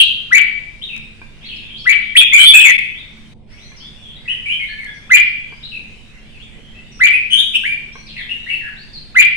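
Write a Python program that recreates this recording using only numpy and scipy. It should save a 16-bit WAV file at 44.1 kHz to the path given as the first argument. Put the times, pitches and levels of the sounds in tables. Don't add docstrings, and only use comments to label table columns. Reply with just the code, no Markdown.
import sys
import numpy as np
from scipy import signal
from scipy.fft import rfft, irfft
from scipy.io import wavfile
from scipy.ndimage import uniform_filter1d, map_coordinates

SR = 44100
rng = np.random.default_rng(int(sys.argv[2]) if len(sys.argv) > 2 else 0)


def put_to_file(sound):
    columns = np.atleast_2d(sound).T
    safe = np.clip(columns, -1, 1)
    whole_steps = np.round(safe * 32767)
    wavfile.write(sys.argv[1], SR, whole_steps.astype(np.int16))


N = 412776


def gain_of(db):
    return 10 ** (np.asarray(db) / 20)


def evened(x):
    return x / np.sqrt(np.mean(x ** 2) + 1e-20)


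def read(points, hz):
    f, value = np.transpose(points)
    return np.interp(np.log(hz + 1), np.log(f + 1), value)


def add(mix, s, sound):
    part = mix[..., max(round(s * SR), 0):][..., :sound.shape[-1]]
    part += sound[..., :part.shape[-1]]


def wander(size, rate_hz):
    at = np.arange(size) * rate_hz / SR
    return map_coordinates(rng.standard_normal(4096), [at], order=3, mode="wrap")


def bulbul():
    # t/s, level/dB, pitch factor, left re right/dB
    calls = [(0.305, -3, 0.985, 5.5), (1.85, -5.5, .99, 6), (5.094, -1, 1.012, 1), (6.993, -3.5, 1.0, 2),
             (9.145, -2, 1.011, 1)]
    # t/s, rise/s, fall/s, start f/Hz, main f/Hz, end f/Hz, level/dB, warble as share of pitch
    song = [(0, 0.001, 0.034, 3050, 2965, 2925, 2, 0.1), (2.152, 0.027, 0.028, 1880, 3396, 3400, 3, 0.037),
            (2.198, .016, 0.019, 2912, 2464, 2450, -3, 0.014),
            (2.322, .024, 0.055, 2098, 2358, 2288, 3.5, 0.023),
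            (2.374, 0.034, 0.063, 3050, 3107, 3350, -0.5, 0.036),
            (2.456, 0.021, 0.052, 3371, 3467, 3380, 1.5, .015),
            (2.534, 0.017, 0.034, 2450, 2571, 2471, 7.5, 0.023),
            (2.598, 0.0073, 0.025, 3220, 3140, 2706, -6, 0.097),
            (2.624, .036, .052, 2770, 2253, 1867, -0.5, 0.03),
            (7.108, .036, 0.034, 1901, 2493, 2440, -7, 0.039),
            (7.303, 0.0327, 0.045, 3066, 3097, 3130, -6, 0.043),
            (7.354, .042, 0.037, 3130, 3422, 3530, -7, 0.066),
            (7.536, 0.023, 0.012, 2454, 2916, 2866, -6.5, 0.086),
            (7.635, 0.034, 0.073, 1546, 2326, 2440, -12, .008)]
    # t/s, left re right/dB, overtone level/dB
    facing = [(0, 2.5, -0.5), (2.2, 2.5, -3), (2.7, 5, -0.5), (7.13, 1.5, -8), (7.35, 5, 9), (7.558, 3, 6),
              (7.68, 1, -5)]
    out, sides = np.zeros((2, N)), np.array([[.5], [-.5]])
    for s, call_db, pitch, pan_db in calls:
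        add(out, s, gain_of(sides * pan_db) * whit(pitch, call_db))
    when, *pose = np.transpose(facing)
    for s, rise_s, *note in song:
        pan_db, beak_db = (np.interp(s + rise_s, when, column) for column in pose)
        add(out, s, gain_of(sides * pan_db) * song_note(rise_s, *note, beak_db))
    return out


def whit(pitch, call_db):
    # t/s from its start, f/Hz before the pitch factor, level/dB re the call
    contour = [(0, 1180, -36.5), (.01, 1440, -17), (.019, 2020, -7.5), (.028, 2060, 1.5),
               (.037, 1850, -12.5), (.043, 2280, 3), (.057, 2380, 5), (.066, 2080, -8), (.074, 1500, -23.5),
               (.085, 1130, -44.5)]
    crack_s, crack_width_s, roughen_s = 0.0796, 0.005, .012
    t, hz, db = gesture(contour)
    flare = np.exp(-((t - crack_s) / crack_width_s) ** 2)
    octave = gain_of(-32) + gain_of(-4) * flare
    warble = 0.21 * np.exp(-abs(t - crack_s) / roughen_s)
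    second_db = 20 * np.log10(octave) - db
    return syrinx(t, hz * pitch, db + call_db, warble, second_db, warble_hz=328.6, rasp_db=1.5, overtone_db=-8)


def gesture(rows):
    s, *columns = np.transpose(rows)
    t = np.arange(s.min(), s.max(), 1 / SR)
    return t, *(uniform_filter1d(np.interp(t, s, c), size=100) for c in columns)


def song_note(rise_s, fall_s, start_hz, main_hz, end_hz, db, warble, beak_db):
    t = np.arange(0, rise_s + fall_s, 1 / SR)
    before = np.maximum(1 - t / rise_s, 0)
    after = np.maximum(t - rise_s, 0) / fall_s
    scoop_hz = (start_hz - main_hz) * np.sin(np.pi / 2 * before) ** 2
    drift_hz = (end_hz - main_hz) * after ** 1.5
    swell_db = -16.5 * before ** 1.6 - 11 * after
    return syrinx(t, main_hz + scoop_hz + drift_hz, db + swell_db, warble, rasp_db=-7.0, overtone_db=beak_db)


def syrinx(t, hz, db, warble, second_db=-60, jitter=0.0076, warble_hz=125, rasp_db=-12, overtone_db=0):
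    # f/Hz, level/dB re the whistle
    throat = [(3500, -21.5), (4800, -35.5), (6200, -37), (7600, -39.5), (9700, -30), (11000, -38),
              (12500, -70.5), (16000, -53)]
    shake_hz = warble_hz * (1 + .3 * wander(len(t), 71.6))
    shake = np.sin(2 * np.pi * np.cumsum(shake_hz) / SR)
    pitch_hz = hz * (1 + warble * shake + jitter * wander(len(t), 500))
    phase = 2 * np.pi * np.cumsum(pitch_hz) / SR
    overtones = sum(gain_of(read(throat, k * hz)) * np.sin(k * phase) for k in range(2, 6))

    bins_hz = np.fft.rfftfreq(len(t), 1 / SR)
    colour = gain_of(read(throat, bins_hz)) * (bins_hz > 1500)
    rasp = irfft(rfft(rng.standard_normal(len(t))) * colour, len(t))

    nearest_end_s = np.minimum(t - t[0], t[-1] - t)
    edges = np.sin(np.pi / 2 * np.clip(nearest_end_s / .0015, 0, 1)) ** 2
    whistle = np.sin(phase) + gain_of(second_db) * np.sin(2 * phase)
    return gain_of(db) * edges * (whistle + gain_of(overtone_db) * (overtones + gain_of(rasp_db) * rasp))


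def neighbours():
    # t/s, length/s, held f/Hz, slide onto it/octaves (+ is upward), level/dB before the sag
    answers = [(0, 0.041, 3706, -0.22, -19.5), (.814, 0.031, 3850, 0.42, -23),
               (0.885, 0.068, 2462, -0.22, -27), (1.439, 0.041, 4450, 0.39, -34),
               (1.483, .055, 2746, -0.36, -29.5), (1.56, 0.035, 2970, -0.59, -37.5),
               (1.699, 0.073, 3376, 0.23, -37.5), (1.759, 0.049, 4600, 0.36, -36.5),
               (2.944, 0.055, 3670, 0.33, -32.5), (3.48, 0.073, 2300, 0.73, -51),
               (3.49, 0.22, 6050, 0.27, -53), (3.569, 0.091, 4380, 0.91, -45),
               (3.76, 0.067, 4730, -0.32, -43), (3.8, 0.085, 3603, 0.29, -36.5),
               (4.02, 0.094, 3273, -.1, -37.5), (4.151, 0.017, 3820, 0.23, -36.5),
               (4.253, 0.083, 1926, -0.087, -33.5), (4.277, 0.044, 3078, 0.35, -16.5),
               (4.455, 0.071, 2466, 0.11, -18.5), (4.491, 0.054, 3122, 0.25, -18),
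               (4.597, 0.05, 2180, -0.032, -21.5), (4.663, .056, 4420, 0.34, -38.5),
               (4.686, .051, 1740, -.03, -30.5), (4.784, 0.05, 2088, -0.16, -25),
               (4.85, .044, 1650, -0.11, -32.5), (4.865, 0.041, 3440, 0.072, -39),
               (4.936, 0.043, 5550, -.12, -52), (5.628, 0.026, 4020, 0.15, -27.5),
               (5.714, .058, 2477, -.22, -27.5), (6.33, .047, 2490, -.2, -43),
               (6.394, 0.04, 3560, 0.49, -38.5), (6.744, 0.053, 2660, 0.043, -41.5),
               (6.915, 0.07, 5630, -0.037, -45.5), (7.922, 0.09, 5840, 0.098, -48),
               (8.065, 0.05, 3550, -0.4, -36), (8.161, 0.054, 1962, -0.35, -26),
               (8.175, 0.061, 3300, -0.3, -33), (8.29, 0.032, 2812, .1, -18),
               (8.462, 0.057, 2333, 0.34, -24), (8.495, 0.05, 2689, -0.091, -17.5),
               (8.605, 0.081, 1660, -0.27, -29), (8.76, 0.075, 4720, 0.46, -41),
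               (8.931, 0.048, 4190, -0.19, -32)]
    out = np.zeros(N)
    for s, *note in answers:
        add(out, s, chirp(*note))
    return out


def chirp(length, held_hz, slide, db):
    t = np.arange(0, length, 1 / SR)
    u = t / length
    hz = held_hz * 2 ** (-slide * np.exp(-u / 0.31))
    sag_db = np.interp(u, [0, .25, .65, 1], [-1, -5.5, -2.0, -1.5])
    warble = 0.016 + 0.75 * min(slide, 0) ** 2
    return syrinx(t, hz, db + sag_db, warble, jitter=0.022, rasp_db=6.5, overtone_db=-5)


def twitter(count=200, note_s=.067, spread=0.26, slide_octaves=0.15, treble_db=-13):
    # t/s, length/s, typical f/Hz, reference level/dB
    bouts = [(1.35, .7, 3280, -35), (3.5, 1, 2943, -48.5), (4.9, 0.87, 3160, -43.5),
             (5.9, 0.93, 2785, -46.5), (7.9, 0.62, 3215, -42)]
    lull_hz, lull_db = 3540, -53
    out = np.zeros(N)
    for k, (when, pitch, length, size, slide) in enumerate(rng.standard_normal((count, 5))):
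        s = (k + 0.41 * when) * N / SR / count
        active = ((hz, db) for start, span, hz, db in bouts if 0 <= s - start < span)
        centre_hz, db = next(active, (lull_hz, lull_db))
        octaves = spread * np.clip(pitch, -1.2, 2.6) / np.log(2)
        note_db = db + size - 1.5 + treble_db * max(octaves, 0)
        note_length = note_s * np.exp(0.27 * length)
        add(out, s, chirp(note_length, centre_hz * 2 ** octaves, slide_octaves * slide, note_db))
    return out


def hops(click_db=-43, click_s=0.0018):
    # t/s, level/dB, brightness/(dB per octave)
    landings = [(1.216, -31, -1.5), (3.171, -40, 16), (3.718, -38.5, -0.5), (5.524, -35, -6.5),
                (7.955, -31.5, -6)]
    # f/Hz before detuning, level/dB before the brightness tilt, t60/s
    modes = [(445, -14.5, 0.034), (1007, -6, 0.032), (1105, 2, 0.023), (1667, 2, 0.056), (2255, 6.5, 0.1),
             (3640, -16, 0.03)]
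    out, t = np.zeros(N), np.arange(SR // 8) / SR
    for s, db, tilt_db in landings:
        ring = np.zeros(len(t))
        for (hz, level, t60), detune in zip(modes, rng.uniform(.92, 1.08, len(modes))):
            mode_db = level + tilt_db * np.log2(hz / 2000) - 60 * t / t60
            ring += gain_of(mode_db) * np.sin(2 * np.pi * hz * detune * t)
        click = gain_of(click_db + 2 * tilt_db) * rng.standard_normal(len(t)) * np.exp(-t / click_s)
        add(out, s, gain_of(db) * (.5 * ring + click))
    return out


def wings(beat_hz=22, low_hz=130, high_hz=380):
    # t/s, length/s, level/dB before the room
    flutters = [(6.52, 0.15, -50)]
    band = signal.butter(2, [low_hz, high_hz], "band", fs=SR, output="sos")
    out = np.zeros(N)
    for s, length, db in flutters:
        t = np.arange(0, length, 1 / SR)
        rush = signal.sosfilt(band, rng.standard_normal(len(t)))
        beats = np.sin(np.pi * beat_hz * t) ** 2
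        add(out, s, gain_of(db) * evened(rush * beats * np.hanning(len(t))))
    return out


def ticks(decay_s=0.00081, top_hz=8500):
    # t/s, level/dB before the low-pass
    clicks = [(0.965, -26), (0.979, -28), (2.788, -17.5), (4.846, -29)]
    out, t = np.zeros((2, N)), np.arange(400) / SR
    for s, db in clicks:
        add(out, s, gain_of(db) * rng.standard_normal((2, len(t))) * np.exp(-t / decay_s))
    return signal.sosfilt(signal.butter(2, top_hz, fs=SR, output="sos"), out)


def hum(waver=.012, throb=.35):
    # mean f/Hz, rms level/dB
    partials = [(98, -56), (146.5, -53.5), (221, -53), (296, -69.5), (372, -69.5)]
    out = np.zeros(N)
    for hz, db in partials:
        swell = 1 + throb * wander(N, 9)
        phase = 2 * np.pi * np.cumsum(hz * (1 + waver * wander(N, 6))) / SR
        out += gain_of(db) * evened(swell * np.sin(phase))
    return out


def air(patch_db=2.7, rumble_pan_db=-5):
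    # f/Hz, level/dB
    spectrum = [(12, -32.5), (20, 1), (60, -12.5), (228, -16), (301, -22.5), (377, -23.5), (849, -31.5),
                (1260, -34), (2260, -25.5), (3740, -34.5), (4420, -35), (6910, -43), (8650, -42),
                (14300, -66.5), (16000, -97)]
    # f/Hz, left-right correlation
    likeness = [(30, 0.12), (130, 0.95), (300, 0.48), (700, 0.55), (3000, 0.052)]
    frames, hz = N // 512 + 5, np.fft.rfftfreq(2048, 1 / SR)
    a, b, c, d, patches = rng.standard_normal((5, frames, len(hz)))
    patches = uniform_filter1d(patches, size=10, axis=0)
    patches = evened(uniform_filter1d(patches, size=24, axis=1))

    same = np.clip(read(likeness, hz), -1, 1)
    left = a + 1j * b
    right = same * left + np.sqrt(1 - same ** 2) * (c + 1j * d)
    pan = gain_of(.5 * rumble_pan_db / (1 + (hz / 100) ** 2))
    colour = gain_of(read(spectrum, hz) + patch_db * patches * hz / (hz + 400))
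    z = np.array([left * pan, right / pan]) * colour
    noise = signal.istft(z.swapaxes(1, 2), nperseg=2048, noverlap=1536)[1][:, :N]
    return gain_of(-40.5) * evened(noise)


def room(x, direct_db, early_db, tail_db, early_s=0.0067, build_s=0.0021):
    # f/Hz, t60/s
    decay = [(300, 0.17), (1200, 0.52), (2600, 0.68), (4000, 0.61), (7000, 0.54), (14000, 0.38)]
    t = np.arange(SR) / SR
    taps = rng.choice([-1., 1.], (2, SR)) * (rng.random((2, SR)) < 4000 / SR)
    hz, frame_s, z = signal.stft(taps, SR, nperseg=256)
    decay_db = -60 * frame_s / read(decay, hz)[:, None]
    tail = signal.istft(z * gain_of(decay_db), SR)[1][:, :SR]
    tail *= 1 - np.exp(-(t / build_s) ** 2)
    early = rng.standard_normal((2, SR)) * (rng.random((2, SR)) < 900 / SR)
    early *= np.exp(-t / early_s) * (t > .002)

    response = np.zeros((2, SR))
    for db, part in [(early_db, early), (tail_db, tail)]:
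        response += gain_of(db) * part / np.linalg.norm(part, axis=1, keepdims=True)
    response[[0, 1], [5, 0]] += gain_of(direct_db)
    return signal.fftconvolve(np.atleast_2d(x), response, axes=1)[:, :N]


def dips(x, above_hz=1000):
    # t/s, length/s, depth as level/dB
    drops = [(2.77, 0.0081, -19), (3.336, 0.14, -18)]
    treble = signal.sosfiltfilt(signal.butter(4, above_hz, "high", fs=SR, output="sos"), x)
    t = np.arange(N) / SR
    dip_db = sum(db * np.interp((t - s) / length, [0, .03, .9, 1.3], [0, 1, 1, 0])
                 for s, length, db in drops)
    return x + treble * (uniform_filter1d(gain_of(dip_db), size=100) - 1)


def scene():
    near = room(bulbul(), direct_db=-1.0, early_db=-1.5, tail_db=-2.0)
    far = room(neighbours(), direct_db=-7, early_db=0.5, tail_db=3.5) * gain_of([[1.], [-1.]])
    farthest = room(twitter(), direct_db=-17.5, early_db=-18.5, tail_db=3.5)
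    cage = room(hops() + wings(), direct_db=-3.0, early_db=-7, tail_db=-4.5)
    return near + far + farthest + cage + ticks() + hum() + air()


def record(dry):
    clipped = np.clip(dips(dry), -1, 1)
    low_pass = signal.firwin(63, 15800, window=("kaiser", 6), fs=SR)
    return signal.oaconvolve(clipped, low_pass[None], "same")


dry = scene()
out = record(dry)
put_to_file(out)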